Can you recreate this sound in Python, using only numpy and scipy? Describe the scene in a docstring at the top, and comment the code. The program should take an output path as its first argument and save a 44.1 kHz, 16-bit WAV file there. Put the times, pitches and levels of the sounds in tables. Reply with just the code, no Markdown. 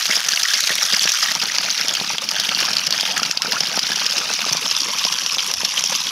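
"""First a thick jet of water tears noisily on the leaves of a sapling, outdoors and very close.
The jet from a hand-held hose then arcs over them into a muddy puddle, and at last is drawn back a little.
A dense splatter of drop ticks and tiny bubble rings runs throughout.
Lumps of water slap down as clusters of clicks and thump the mud with short low rings.
They trap bubbles, each a ring that swells, dies away and rises in pitch."""
import sys
import numpy as np
from scipy import signal
from scipy.fft import rfft, irfft
from scipy.io import wavfile
from scipy.ndimage import uniform_filter1d, minimum_filter1d, map_coordinates

SR = 44100
rng = np.random.default_rng(int(sys.argv[2]) if len(sys.argv) > 2 else 0)


def file_out(sig):
    """Save sig as 16-bit WAV at sys.argv[1]."""
    # one column per channel
    cols = np.atleast_2d(sig).T
    # limit, then scale
    lim = np.clip(cols, -1, 1)
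    pcm = np.round(lim * 32767).astype(np.int16)
    wavfile.write(sys.argv[1], SR, pcm)


N = 269451


def gain_of(db):
    """Turns decibels into a multiplier."""
    return 10 ** (np.asarray(db) / 20)


def evened(x):
    """Scales a sound to an average strength (rms) of 1."""
    return x / np.sqrt(np.mean(x ** 2) + 1e-20)


def follow(rows, column=1):
    """Joins a table's points with straight lines, giving one value per sample."""
    rows = np.asarray(rows)
    return np.interp(np.arange(N) / SR, rows[:, 0], rows[:, column])


def add(mix, start_s, sound):
    """Mixes a sound in at a given time, or at the very start if that time is negative."""
    part = mix[max(round(start_s * SR), 0):][:len(sound)]
    part += sound[:len(part)]


def band(x, lo_hz, hi_hz, order=2):
    """Keeps the sound between two frequencies, without looking ahead in time."""
    edges_hz = [lo_hz, min(hi_hz, SR / 2 - 1)]
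    return signal.sosfilt(signal.butter(order, edges_hz, "band", fs=SR, output="sos"), x)


def below(x, hz):
    """The part of a sound under a frequency, not delayed."""
    return signal.sosfiltfilt(signal.butter(3, hz, fs=SR, output="sos"), x)


def colour(x, points, size=4096):
    """Gives a sound a tone colour without looking ahead, so that clicks keep their sharp front."""
    hz, db = np.transpose(points)
    grid_hz = abs(np.fft.fftfreq(size, 1 / SR))
    log_gain = np.log(gain_of(np.interp(np.log(grid_hz + 1), np.log(hz), db)))
    taps = np.fft.ifft(np.exp(np.conj(signal.hilbert(log_gain)))).real  # minimum phase
    return signal.oaconvolve(x, taps[:size // 2])[:len(x)]


def wander(slow_hz, fast_hz):
    """Random drift of rms 1, mostly between two rates."""
    hz = np.fft.rfftfreq(N, 1 / SR)
    shape = hz / (hz + slow_hz) / np.sqrt(hz + slow_hz) / (1 + (hz / fast_hz) ** 4)
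    return evened(irfft(rfft(rng.standard_normal(N)) * shape, N))


def impacts(per_s, spread_db):
    """Random clicks: many small, a few large."""
    size = gain_of(spread_db * np.minimum(rng.exponential(1, N), 4))
    return size * rng.choice([-1, 1], N) * (rng.random(N) < per_s / SR)


def ring(hz, cycles, rise, size=9):
    """A bubble's ring: it swells to full strength over some cycles, then dies as its pitch rises."""
    age = np.arange(int(size * cycles / hz * SR) + 2) * hz / (cycles * SR)  # 1 at the peak
    return age * np.exp(1 - age) * np.sin(2 * np.pi * cycles * age * (1 + rise * age / 2))


def swarm(lo_hz, hi_hz, per_s, spread_db, cycles, rise, clump_db, count=30, size=11):
    """Countless small rings, together flat in spectrum; bubbles of like size are born in clouds."""
    out, pitches = np.zeros(N), np.geomspace(lo_hz, hi_hz, count)
    shares = np.sqrt(pitches) / np.sqrt(pitches).sum()
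    places = np.linspace(0, size, count, endpoint=False)
    clouds = [wander(slow_hz=23.2, fast_hz=125) for _ in range(size + 1)]
    for hz, share, place in zip(pitches, shares, places):
        # blend two clouds, so that neighbouring pitches clump alike
        k, turn = int(place), place % 1 * np.pi / 2
        cloud = np.cos(turn) * clouds[k] + np.sin(turn) * clouds[k + 1]
        births = evened(impacts(per_s * share, spread_db) * gain_of(clump_db * cloud))
        out += hz * signal.oaconvolve(births, ring(hz, cycles, rise))[:N]
    return evened(out)


def dips(rows):
    """Smooth bell-shaped changes of level in dB, at every sample."""
    t = np.arange(0, N, 32) / SR
    change_db = sum(db * np.exp(-(2 * (t - s) / length) ** 2) for s, length, db in rows)
    return follow(np.c_[t, change_db])


def arrivals(per_s, level_db, size=120):
    """Loosely paced random events: (start_s, level_db at that moment, three random traits)."""
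    times = (np.arange(size) + rng.random(size)) / per_s
    traits = np.clip(rng.standard_normal((size, 3)), -2, 2)
    return [(s, level_db[int(s * SR)], *trait) for s, trait in zip(times, traits) if s * SR < N]


# strength of the splatter over time, before smaller swings: time_s, level_db
FLOW_CURVE = [(0.0, -19.5), (0.35, -21), (0.75, -20.5), (1.15, -19.5), (1.45, -23.5), (1.85, -22.4),
              (2.25, -23.5), (2.62, -22.5), (3.0, -22.5), (3.5, -24.5), (4.2, -22.5), (4.65, -23),
              (5.05, -22.5), (5.45, -24), (5.85, -22.5), (6.11, -23.2)]
# the jet breaks up and the splatter briefly drops away: middle_s, length_s, change_db
JET_BREAKS = [(0.23, 0.071, -4), (1.39, 0.03, -3), (2.03, .07, -2), (2.19, 0.032, -11), (2.27, 0.11, -5.5),
              (2.89, 0.041, -10.5), (3.39, 0.059, -10), (4.59, 0.029, -4.5), (4.89, 0.039, -2.5),
              (5.365, 0.048, -2.5), (5.56, 0.038, -3.5)]


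def flow_db():
    """How much water is landing, in dB."""
    return follow(FLOW_CURVE) + dips(JET_BREAKS)


# how deeply the jet plunges, which drives the low water sounds: time_s, depth_db
PLUNGE_CURVE = [(0.0, -8.5), (0.5, -10), (0.95, -7.5), (1.15, -9.5), (1.35, -1.5), (2.0, -3), (2.7, -.5),
                (3.2, 0), (3.9, -2), (4.5, -3), (4.85, -5), (5.3, -6), (6.11, -6)]
# the jet glances off, so the low sounds mostly drop out: middle_s, length_s, change_db
SKIM_MOMENTS = [(0.25, .05, 3), (0.48, 0.075, -7), (0.605, 0.04, -18), (0.675, 0.032, -11),
                (0.895, 0.029, -8), (1.14, 0.17, -9), (1.26, .08, -3), (1.76, 0.048, -14), (3.33, .05, -6),
                (3.42, .04, -10)]


def plunge_db():
    """How deep the water is driven into the puddle, in dB."""
    return follow(PLUNGE_CURVE) + dips(SKIM_MOMENTS)


# a faint low rumble that swells once: time_s, level_db
RUMBLE_SWELL = [(5.48, -72), (5.58, -48), (5.72, -75)]


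def rumble():
    """A soft low rumble comes and goes: noise kept to a narrow low band."""
    return evened(band(rng.standard_normal(N), 62, 110)) * gain_of(follow(RUMBLE_SWELL))


# colour of the churning puddle: frequency_hz, level_db (per Hz)
CHURN_COLOUR = [(20, -34), (55, -45), (95, -16), (135, -5.5), (185, 2.5), (270, -3), (380, -12.5),
                (600, -18.5), (1200, -35.5)]
CHURN_DB = -42  # before the depth of plunge is added


def churn(plunges):
    """The plunging jet keeps the puddle rumbling with many soft, low blows."""
    blows = impacts(per_s=800, spread_db=2.5) * plunges
    level_db = CHURN_DB + plunge_db() + 0.28 * dips(JET_BREAKS)
    return evened(colour(blows, CHURN_COLOUR)) * gain_of(level_db)


# chains of bubbles from a closing hollow: start_s, length_s, first_pitch_hz, last_pitch_hz, level_db
GLUG_CHAINS = [(0.436, 0.076, 1260, 1740, -31.5), (2.631, 0.084, 990, 1700, -34),
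               (3.395, 0.042, 850, 1410, -35), (3.521, .055, 725, 1460, -30.5), (4.16, .1, 288, 760, -40.5)]
# faint glugs come at random in between, each climbing by somewhat under an octave;
# their level is at full depth of plunge (0 dB)
GLUGS_PER_S, LESSER_GLUG_S, LESSER_GLUG_HZ, GLUG_CLIMB, LESSER_GLUG_DB = 3, .06, 694, 1.74, -36


def glugs(size=12000, count=14):
    """A closing hollow sheds smaller and smaller bubbles, so the gurgle slides upward on the whole."""
    out, lesser = np.zeros(N), []
    for s, depth_db, a, b, _ in arrivals(GLUGS_PER_S, plunge_db() + dips(JET_BREAKS)):
        first_hz = LESSER_GLUG_HZ * np.exp(0.295 * b)
        length = LESSER_GLUG_S * np.exp(0.22 * a)
        lesser.append((s, length, first_hz, first_hz * GLUG_CLIMB, LESSER_GLUG_DB + depth_db))
    for s, length, first_hz, last_hz, db in GLUG_CHAINS + lesser:
        chain = np.zeros(size)
        for part in np.linspace(0, 1, count):
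            hz = first_hz * (last_hz / first_hz) ** part * np.exp(.1 * rng.standard_normal())
            start_s = length * (part + rng.uniform(-.5, .5) / count)
            add(chain, start_s, rng.uniform(.5, 1) * ring(hz, cycles=1.7, rise=.015))
        add(out, s, gain_of(db) * chain * np.sqrt(length * SR / np.sum(chain ** 2)))
    return out


# the loudest bubbles, pitch and level trimmed a little below: time_s, pitch_hz, level_db
LOUD_BUBBLES = [(0.113, 2150, -13), (0.337, 1590, -18), (0.513, 1650, -18.5), (0.538, 1670, -18.5),
                (0.706, 1840, -17), (0.784, 2090, -20), (1.287, 1850, -16.5), (1.5, 1910, -20),
                (2.591, 1700, -20), (3.197, 1270, -20), (3.234, 1390, -20.5), (3.567, 1380, -18),
                (3.776, 1300, -22), (3.921, 1680, -19.5), (4.445, 1190, -22), (5.073, 1030, -24.5)]
# stray bubbles: the lower they ring, the deeper they lie and the fainter they are;
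# scatter in octaves, level at full depth of plunge (0 dB) and before the same trim
BUBBLES_PER_S, STRAY_HZ, STRAY_SCATTER, STRAY_DB, STRAY_DB_PER_OCTAVE = 3, 1154, .55, -27, 3.5
GURGLE_PER_PLUNGE = 0.61  # dB of gurgle and babble per dB of plunge


def bubbles():
    """Loud bubbles ring near the surface, quickly damped by the foam; many fainter ones babble around them."""
    out, strays = np.zeros(N), []
    for s, depth_db, a, _, _ in arrivals(BUBBLES_PER_S, plunge_db() + dips(JET_BREAKS)):
        octaves = STRAY_SCATTER * a
        strays.append((s, STRAY_HZ * 2 ** octaves, STRAY_DB + depth_db + STRAY_DB_PER_OCTAVE * octaves))
    for s, hz, db in LOUD_BUBBLES + strays:
        cycles = 2.6 * rng.uniform(.8, 1.2)
        # starts early to be strong at the listed time, and a touch low because the pitch rises
        add(out, s - 1.5 * cycles / hz, gain_of(db + 3.7) * ring(hz * .98, cycles, rise=.012))
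    babble = swarm(lo_hz=600, hi_hz=3400, per_s=700, spread_db=2.5, cycles=3.5, rise=.025, clump_db=3)
    return out + babble * gain_of(flow_db() + GURGLE_PER_PLUNGE * plunge_db() - 16.0)


# the heaviest lumps punching a hollow in the puddle, levels changed by fixed steps below:
# time_s, boom_db (of the hollow), knock_db (of the impact)
HEAVY_THUMPS = [(0.097, -29, -26.5), (0.173, -59, -25), (0.705, -34, -25), (0.936, -27.5, -28),
                (1.017, -39, -33), (1.055, -33, -25), (1.356, -36, -19.5), (2.014, -28, -22.5),
                (2.489, -33, -31), (2.555, -33, -45), (2.623, -35, -44), (2.709, -32, -28),
                (2.876, -32, -42), (3.033, -40, -24.5), (3.22, -30.5, -26), (3.449, -35, -24),
                (3.61, -30, -21), (3.776, -28, -18), (3.902, -29, -28), (4.304, -60, -20.5),
                (4.465, -49, -24), (4.515, -25.5, -29), (4.551, -34, -24), (4.82, -30, -34),
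                (5.053, -33, -24), (5.372, -41, -30), (5.634, -34, -26)]
# lighter thumps in between, at full depth of plunge (0 dB) and before the same steps
THUMPS_PER_S, LESSER_BOOM_DB, LESSER_KNOCK_DB = 3, -38, -31.5


def thumps():
    """A heavy lump knocks on the mud, the hollow that it opens booms briefly, and water slops back in."""
    out = np.zeros(N)
    lesser = [(s, LESSER_BOOM_DB + depth_db + 3.2 * a, LESSER_KNOCK_DB + depth_db + 2.5 * b)
              for s, depth_db, a, b, _ in arrivals(THUMPS_PER_S, plunge_db() + dips(JET_BREAKS))]
    for s, boom_db, knock_db in HEAVY_THUMPS + lesser:
        boom_hz = 178 * np.exp(.13 * rng.standard_normal())
        knock_hz = 720 * np.exp(.18 * rng.standard_normal())
        slop_hz = rng.uniform(280, 900)
        add(out, s - .003, gain_of(boom_db + 1.5) * ring(boom_hz, cycles=0.69, rise=0.026))
        add(out, s - .001, gain_of(knock_db + 7) * ring(knock_hz, cycles=.33, rise=.02))
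        add(out, s + rng.uniform(.003, .009), gain_of(knock_db - 5) * ring(slop_hz, cycles=.5, rise=.02))
    return band(out, 166, 2300)


# where the jet is aimed: time_s, place (0 leaves, 1 puddle, 2 drawn back)
JET_AIM = [(1.34, 0), (1.41, 1), (4.45, 1), (4.7, 2)]
# colour of a bursting lump, shared by leaf hits and slaps: frequency_hz, level_db (per Hz)
BURST_COLOUR = [(100, -25.5), (500, -7), (1500, -5), (3200, 5.5), (4000, -0.5), (5000, 3), (6100, 0.5),
                (7000, -4), (8000, -14), (11000, -9.5), (15500, -19.5)]


def leaf_hits():
    """While the jet tears on the leaves, single big drops crack against them as sharp clicks."""
    hits = evened(band(colour(impacts(per_s=60, spread_db=1.8), BURST_COLOUR), 1200, 16000))
    on_leaves = np.maximum(1 - follow(JET_AIM), 0)
    return hits * on_leaves * gain_of(follow(FLOW_CURVE) - 8.5)


# the slaps that stand out, most of them loud: time_s, level_db (over SLAP_S, before TRIM_DB),
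# spread_s (in time), pitch_hz (centre of the air pocket's ring)
CLEAR_SLAPS = [(0.288, -13, 0.0016, 6050), (0.336, -16, .001, 4830), (0.434, -9, .0011, 5400),
               (0.542, -9, 0.0031, 4800), (0.783, -18, .0015, 3570), (0.854, -17, 0.0017, 5700),
               (0.933, -13, 0.0025, 5040), (0.966, -14.5, 0.002, 5170), (1.076, -15.5, 0.0013, 2160),
               (1.093, -14, 0.0013, 5700), (1.12, -11, 0.00038, 5860), (1.228, -15.5, .0023, 5060),
               (1.352, -11.5, 0.00035, 5540), (1.42, -16.5, 0.0021, 4930), (1.585, -9.5, 0.00051, 5600),
               (1.704, -14.5, 0.0011, 4460), (1.884, -10, 0.00096, 5630), (1.893, -14, 0.00088, 3580),
               (1.952, -17, 0.00083, 3240), (2.183, -17, 0.00018, 3340), (2.29, -16, 0.00038, 5540),
               (2.314, -17.5, 0.00057, 4930), (2.4, -13, 0.0011, 4800), (2.491, -15.5, 0.0017, 2980),
               (2.605, -16, 0.00082, 5030), (2.66, -21, 0.0022, 5930), (2.735, -17.5, 0.0017, 4480),
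               (2.769, -8, .0009, 4650), (2.869, -13.5, 0.0024, 5300), (2.908, -12.5, 0.00026, 4600),
               (2.926, -11, 0.00038, 4380), (3.01, -8.5, .0004, 4570), (3.232, -14.5, 0.0005, 5260),
               (3.313, -6.5, 0.0005, 5830), (3.374, -12, 0.0012, 4660), (3.421, -13, 0.00036, 5400),
               (3.523, -12, .0011, 4870), (3.607, -8, 0.00089, 5250), (3.793, -7, 0.00029, 4800),
               (3.96, -17, 0.0019, 5570), (4.066, -5.5, .0011, 5070), (4.125, -19.5, 0.00079, 5000),
               (4.53, -12, 0.002, 5860), (4.713, -13, 0.00059, 5170), (5.051, -12.5, .001, 5200),
               (5.263, -13, .0001, 5560), (5.384, -17, .0003, 3800), (5.393, -17, .0016, 3100),
               (5.539, -10, 0.00015, 5360), (5.65, -13.5, 0.00084, 5600), (5.777, -14, 0.0021, 3200),
               (5.84, -12, 0.00039, 6240)]
SLAP_S, TRIM_DB = .009, -0.82
# other lumps keep bursting at a loose pace, each a little different; their level is dB above
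# the splatter's flow level, before TRIM_DB
SLAPS_PER_S, OTHER_SLAP_DB, OTHER_SPREAD_S, POCKET_HZ, POCKET_SCATTER = 8, 4.5, .0009, 4820, 0.19
# a lump gathers the water ahead of it, so a lull comes before each listed slap
LULL_LEAD_S, LULL_S, LULL_DB = 0.0091, 0.012, -3


def lulls():
    """The splatter thins just before each listed slap (dB)."""
    return dips([(s - LULL_LEAD_S - spread, LULL_S, LULL_DB) for s, _, spread, _ in CLEAR_SLAPS])


def slaps(size=2048, count=9):
    """Each lump bursts in a quick cluster of clicks that ring a pocket of trapped air; spray trails behind."""
    out, t = np.zeros(N), (np.arange(size) - size // 4) / SR
    hz = np.fft.rfftfreq(size, 1 / SR)
    treble = (hz / 7500) ** 4 / (1 + (hz / 7500) ** 4)
    others = [(s, OTHER_SLAP_DB + splatter_db + 0.68 * a, OTHER_SPREAD_S * np.exp(.55 * b),
               POCKET_HZ * np.exp(POCKET_SCATTER * c))
              for s, splatter_db, a, b, c in arrivals(SLAPS_PER_S, flow_db())]
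    for s, db, spread, centre_hz in CLEAR_SLAPS + others:
        spray = gain_of(-27) * (t > 0) * np.exp(-abs(t) / .006) * rng.standard_normal(size)
        # clicks tend to be strongest in the middle of the cluster
        times = np.linspace(-1, 1, count) + rng.uniform(-1, 1, count) / count
        places = np.clip(np.searchsorted(t, 2.2 * spread * times), 0, size - 1)
        heights = rng.choice([-1, 1], count) * rng.uniform(0.089, 0.82, count) * gain_of(-11 * times ** 2)
        clicks = spray.copy()
        np.add.at(clicks, places, heights)
        pocket = 1 + gain_of(13.0) / (1 + 2j * (hz - centre_hz) / 700)  # resonance 700 Hz wide
        sharpness = gain_of(4.6 * rng.standard_normal() * treble)  # some crack, some plop
        burst = colour(irfft(rfft(clicks) * pocket * sharpness), BURST_COLOUR)
        add(out, s + t[0] - .0001, gain_of(db) * burst * np.sqrt(SLAP_S * SR / np.sum(burst ** 2)))
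    return gain_of(TRIM_DB) * out


# colour of the splash on the leaves: frequency_hz, level_db (per Hz)
LEAF_COLOUR = [(240, -43), (400, -27), (595, -9.5), (1030, -10.5), (1190, -3), (1490, -4.5), (1610, -2.5),
               (2550, -8.5), (3360, -6.5), (4090, -7.5), (5560, -3), (6280, -7), (7910, -21.5),
               (11900, -21.5), (15500, -31)]
# colour of the splash in the puddle: frequency_hz, level_db (per Hz)
PUDDLE_COLOUR = [(240, -43), (400, -16), (928, -5.5), (1080, -12), (1240, -4.5), (1630, -4.5), (1820, -6.5),
                 (2840, -2.5), (4030, -6.5), (4630, -2), (5820, -2), (7910, -23), (10400, -20.5),
                 (14100, -27.5), (15500, -29)]
# colour of the splash from further back: frequency_hz, level_db (per Hz)
BACK_COLOUR = [(240, -30), (400, -27), (527, -11.5), (653, -21), (1030, -6), (1450, -11.5), (1610, -9),
               (1930, -12.5), (3250, -6.5), (4090, -11.5), (5730, -4), (6780, -15), (7910, -26.5),
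               (11200, -22.5), (15500, -38)]
GURGLE_DB = -7.5  # at full depth of plunge (0 dB), before the flow level


def splatter(plunges):
    """Drops tick and tiny bubbles ping in clumps, because the jet arrives in lumps; a few drops land close by."""
    ticks = evened(impacts(per_s=7000, spread_db=1.5))
    close_ticks = band(evened(impacts(per_s=35, spread_db=3.3)), 7000, 16000)
    pings = swarm(lo_hz=395, hi_hz=14980, per_s=15000, spread_db=3.5, cycles=1.83, rise=0.026, clump_db=3.0)
    tinkles = swarm(lo_hz=2400, hi_hz=6500, per_s=110, spread_db=2.2, cycles=7, rise=.012, clump_db=0, size=1)
    drops = evened(gain_of(-11.0) * ticks + pings)
    drops += gain_of(-7.5) * close_ticks + gain_of(-14) * tinkles

    # fade from one place's colour to the next as the aim moves
    aim, splash = follow(JET_AIM), np.zeros(N)
    for place, spectrum in enumerate([LEAF_COLOUR, PUDDLE_COLOUR, BACK_COLOUR]):
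        splash += np.maximum(1 - abs(aim - place), 0) * evened(colour(drops, spectrum))

    lumps = wander(slow_hz=29.0, fast_hz=186)
    deep, deepest = below(splash, 2200), below(splash, 900)
    fizz = evened((splash - deep) * gain_of(2.05 * lumps)) * gain_of(0.06)
    # the lowest bubble sounds need a lump that plunges deep
    deep = deep - deepest + deepest * plunges * gain_of(dips(SKIM_MOMENTS))
    gurgle = evened(deep * gain_of(2.47 * lumps + 3.1 * wander(slow_hz=2.7, fast_hz=59.6)))
    gurgle *= gain_of(GURGLE_DB + GURGLE_PER_PLUNGE * follow(PLUNGE_CURVE))
    surge_db = 0.97 * wander(slow_hz=3.5, fast_hz=20)
    return (fizz + gurgle) * gain_of(flow_db() + surge_db + lulls())


def ground_echo(x):
    """The wet ground returns the splash a moment later; the path changes as the jet wanders."""
    delay_s = .0007 * np.exp(.2 * wander(slow_hz=.5, fast_hz=2))
    echo = map_coordinates(x, [np.arange(N) - delay_s * SR], order=3)
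    return (x + .2 * echo) / np.hypot(1, .2)


def scene():
    """All the water, heard from one spot; the jet alternately plunges in and skims the surface."""
    plunges = evened(gain_of(5.5 * np.tanh(wander(slow_hz=9, fast_hz=35))))
    bed = rumble() + churn(plunges) + leaf_hits() + ground_echo(splatter(plunges))
    return (bed + glugs() + bubbles() + thumps() + slaps())[None]


EDGE_HZ = 15700  # upper limit of the sound


def record(dry):
    """A limiter catches the sharpest peaks and ducks everything for a moment; then the treble is cut off."""
    over_db = np.maximum(20 * np.log10(abs(dry[0]) / .86 + 1e-9), 0)
    recovery = np.arange(N) * 220 / SR  # dB regained since the start
    duck_db = np.maximum.accumulate(over_db + recovery) - recovery
    # widen each duck, then smooth it, so that it begins just before the peak
    duck_db = uniform_filter1d(-minimum_filter1d(-duck_db, size=41), size=41)
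    low_pass = signal.firwin(301, EDGE_HZ, window=("kaiser", 9), fs=SR)
    return signal.oaconvolve(dry / gain_of(duck_db), low_pass[None], "same")


dry = scene()
out = record(dry)
file_out(out)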